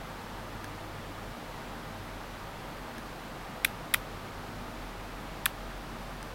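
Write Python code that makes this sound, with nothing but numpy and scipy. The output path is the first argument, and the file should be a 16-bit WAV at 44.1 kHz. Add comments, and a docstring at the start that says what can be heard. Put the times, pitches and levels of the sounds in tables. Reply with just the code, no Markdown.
"""From the start, air rushes softly and a distant machine hums in a quiet room. A wasp's footfalls make
faint ticks on a window screen at 0.6 and 3.0 s. Three sharp clicks, likely a camera button, follow at
3.6, 3.9 and 5.5 s: each is a bright snap, then a duller knock as the button lands.
The wasp makes a last tick at 6.2 s. Every tick and click leaves a short echo off the walls."""
import sys
import numpy as np
from scipy import signal
from scipy.fft import rfft, irfft
from scipy.io import wavfile

SR = 44100
rng = np.random.default_rng(int(sys.argv[2]) if len(sys.argv) > 2 else 0)


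def unload_wav(signal):
    """Save mono or channel-first audio to the path in sys.argv[1] as 16-bit WAV at rate SR, clipped to [-1, 1]."""
    wavfile.write(
        sys.argv[1],
        SR,
        np.round(np.clip(np.atleast_2d(signal).T, -1, 1) * 32767).astype(np.int16),
    )


N = 279594
TIME = np.arange(N) / SR
FREQS = np.fft.rfftfreq(N, 1 / SR)

# How strong the air's rush is, from low rumble to high hiss: pitch_hz, relative_db
AIR_COLOUR = [(20, -4.5), (75, -6.5), (140, 1), (250, -2), (400, -4.5), (800, -3.5), (1200, -6),
              (1600, -8.5), (2600, -14.5), (4300, -19), (6500, -26), (10000, -29.5), (12500, -29),
              (16000, -32.5)]
# The machine's low tones: name, pitch_hz, wander_hz, level_db
MACHINE_TONES = [("drone", 43.2, 0.63, -51.5), ("motor", 49.0, 1.2, -60), ("hum", 98.0, .8, -57.5),
                 ("overtone", 245.5, 1.0, -61.5)]
# Moments when one tone grows louder and sinks back: name, peak_time_s, half_length_s, rise_db
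TONE_SWELLS = [("hum", 0.81, .55, 9), ("hum", 2.01, .14, 7.5), ("hum", 4.48, .35, 6),
               ("overtone", 0.28, 0.33, 6), ("overtone", 4.64, .33, 11.5), ("drone", 5.65, 1, 4.5)]
# The machine's faint, fuzzy whines: pitch_hz, half_width_hz, level_db
MACHINE_WHINES = [(39.8, 2.3, -62), (146.3, 2.8, -63.5), (163, 7, -62), (228, 5, -60), (298, 8.4, -62),
                  (320.3, 7.6, -63.5), (511, 6.5, -65.5), (639, 8.7, -62.5), (811, 12, -62),
                  (923, 8.6, -62.5), (1218, 53, -59), (3490, 120, -75), (6260, 50, -83)]
# The wasp's steps; more tilt is brighter: start_s, level_db, pitch_factor, tilt_db_per_octave
FOOTFALLS = [(0.6433, -28, 1.02, -1), (2.9818, -32, 1.07, -1.5), (6.2280, -31, 1, 2)]
# The screen's tones; ring is the time to fade by 60 dB: base_pitch_hz, relative_db, base_ring_s
SCREEN_TONES = [(1570, 0, .016), (3100, -4, .007), (5000, -5, .008), (6090, -6, .008), (8100, -8, .006),
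                (9600, -5, .008)]
# The fizz of surfaces chattering as they touch: pitch_hz, relative_db
FIZZ_COLOUR = [(600, -25), (1200, -22), (2500, -4), (4500, -0.5), (7000, -6.5), (9000, -0.5), (11300, -5),
               (13500, -3), (16000, -3)]
# How strong the room's echo is, from low to high: pitch_hz, relative_db
ECHO_COLOUR = [(700, -11), (1300, 3), (2600, 7), (4500, -3), (7000, -9), (9000, -8), (12000, -0.5),
               (14000, -5), (16000, -9)]
# The button snapping free: start_s, level_db, pitch_factor, tilt_db_per_octave
SNAP_HITS = [(3.6466, -8.5, 0.98, -2.5), (3.9393, -6.5, 0.98, -1.5), (5.4570, -7, 1.0, -0.7)]
# The tones in a snap: base_pitch_hz, relative_db, base_ring_s
SNAP_TONES = [(2230, 0, 0.0029), (3600, -5, 0.0055), (5800, -10.5, 0.0027), (8000, -11, 0.0054),
              (10630, -4.5, 0.0062), (11600, -3, 0.0077), (12500, -18, 0.013), (14100, -15, .005),
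              (15100, -14, .006)]
# The button landing, twice per click: start_s, level_db, pitch_factor, ring_factor, tilt_db_per_octave
KNOCK_HITS = [(3.6484, -16, 1.12, .7, 8), (3.6487, -6, 1.042, 1.5, 1), (3.9423, -9, 0.94, 0.32, -2),
              (3.9439, -8, 0.98, 1.16, -3.5), (5.4601, -12, 1.486, 0.79, -5),
              (5.4611, -11.5, 0.746, 1.1, -3)]
# The tones in a knock: base_pitch_hz, relative_db, base_ring_s
KNOCK_TONES = [(1160, -13, 0.0071), (1490, -3.5, 0.0083), (1977, 1, 0.0063), (2374, -1, 0.0094),
               (3230, -10.5, 0.0087), (3670, -6, 0.0056), (5900, -23, 0.0024), (8040, -13, .003),
               (11200, -8.5, 0.005)]


def gain_of(db):
    """Turns decibels into a number to multiply a sound by."""
    return 10 ** (np.asarray(db) / 20)


def unit_level(sound):
    """Scales a sound so that its average level (rms) is 1."""
    return sound / np.sqrt(np.mean(sound ** 2) + 1e-20)


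def noise(gains, size=N):
    """Noise of level 1, with one gain for each frequency."""
    return unit_level(irfft(rfft(rng.standard_normal(size)) * gains, size))


def coloured_noise(colour, size=N):
    """Noise of level 1 whose lows and highs follow a colour table."""
    table_hz, table_db = np.transpose(colour)
    hz = np.fft.rfftfreq(size, 1 / SR)
    curve_db = np.interp(np.log(hz + 1), np.log(table_hz), table_db)
    return noise(gain_of(curve_db), size)


def room_air(level_db=-43):
    """The air in the room makes a smooth, steady rush."""
    return gain_of(level_db) * coloured_noise(AIR_COLOUR)


def drift(rate_hz):
    """A slow, random wobble of level 1, up to about the given rate."""
    return noise(np.exp(-(FREQS / rate_hz) ** 2))


def machine_hum(wander_rate_hz=3.15, waver_rate_hz=4, waver_db=1.6):
    """A distant machine's low tones wander in pitch, waver and swell, along with faint whines."""
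    out = np.zeros(N)
    for name, hz, wander_hz, db in MACHINE_TONES:
        pitch_hz = hz + wander_hz * drift(wander_rate_hz)
        swell_db = sum(rise_db * np.exp(-((TIME - peak_s) / half_s) ** 2)
                       for tone, peak_s, half_s, rise_db in TONE_SWELLS if tone == name)
        level_db = db + swell_db + waver_db * drift(waver_rate_hz)
        phase = 2 * np.pi * np.cumsum(pitch_hz) / SR
        out += gain_of(level_db) * unit_level(np.sin(phase))
    for hz, half_width_hz, db in MACHINE_WHINES:
        narrow_band = 1 / (1 + ((FREQS - hz) / half_width_hz) ** 2)
        out += gain_of(db) * noise(narrow_band)
    return out


def strike(tones, pitch, ring, tilt_db, rise_s, fizz_db, fizz_s):
    """A struck part rings and fizzes, then fades. Pitch and ring multiply the table's values."""
    t = np.arange(2048) / SR
    lowest_hz = tones[0][0]
    ringing = np.zeros(len(t))
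    for k, (hz, db, ring_s) in enumerate(tones):
        start_db = db + tilt_db * np.log2(hz / lowest_hz)
        fade = gain_of(start_db - 60 * t / (ring_s * ring))
        ringing += (-1) ** k * fade * np.sin(2 * np.pi * hz * pitch * t)  # every other tone is flipped
    attack = 1 - np.exp(-(t / rise_s) ** 2)
    ringing *= attack
    peak = abs(signal.hilbert(ringing)).max()
    fizz = coloured_noise(FIZZ_COLOUR, len(t)) * attack * gain_of(fizz_db - 60 * t / fizz_s)
    return ringing / peak + fizz


def add(mix, start_s, sound):
    """Adds a sound to the mix at the given time."""
    part = mix[round(start_s * SR):][:len(sound)]
    part += sound[:len(part)]


def wasp_footfalls():
    """A wasp's feet tap the window screen, and the mesh rings with a faint tick."""
    out = np.zeros(N)
    for start_s, db, pitch, tilt_db in FOOTFALLS:
        tick = strike(SCREEN_TONES, pitch, ring=0.96, tilt_db=tilt_db,
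                      rise_s=0.0005, fizz_db=-12, fizz_s=0.012)
        add(out, start_s, gain_of(db) * tick)
    return out


def room_echo(sound, fade_s=0.14, level_db=-18, build_s=0.0026):
    """The energy of each tick and click scatters off the walls into a short, airy tail."""
    t = TIME[:SR // 2]
    tail = gain_of(-60 * t / fade_s) ** 2 * (1 - np.exp(-t / build_s))
    energy = abs(signal.fftconvolve(sound ** 2, tail / tail.sum())[:N])
    return gain_of(level_db) * np.sqrt(energy) * coloured_noise(ECHO_COLOUR)


def button_clicks():
    """A button lets go with a bright snap and lands with a duller knock a few milliseconds later."""
    out = np.zeros(N)
    for start_s, db, pitch, tilt_db in SNAP_HITS:
        snap = strike(SNAP_TONES, pitch, ring=0.9, tilt_db=tilt_db,
                      rise_s=0.00061, fizz_db=-11.5, fizz_s=0.011)
        add(out, start_s, gain_of(db) * snap)
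    for start_s, db, pitch, ring, tilt_db in KNOCK_HITS:
        knock = strike(KNOCK_TONES, pitch, ring, tilt_db, rise_s=0.00014, fizz_db=-17, fizz_s=0.019)
        add(out, start_s, gain_of(db) * knock)
    return out


def scene(low_cut_hz=980):
    """Mixes clicks, footfalls, echo, air and hum, the same on the left and the right."""
    cut_bass = signal.butter(6, low_cut_hz, "highpass", fs=SR, output="sos")
    hits = signal.sosfilt(cut_bass, button_clicks() + wasp_footfalls())  # small parts give off no bass
    mono = hits + room_echo(hits) + room_air() + machine_hum()
    return np.array([mono, mono])


def record(dry, high_cut_hz=16100):
    """Takes away the very highest treble."""
    cut_treble = signal.firwin(511, high_cut_hz, window=("kaiser", 9), fs=SR)
    return signal.oaconvolve(dry, cut_treble[None], "same")


dry = scene()
out = record(dry)
unload_wav(out)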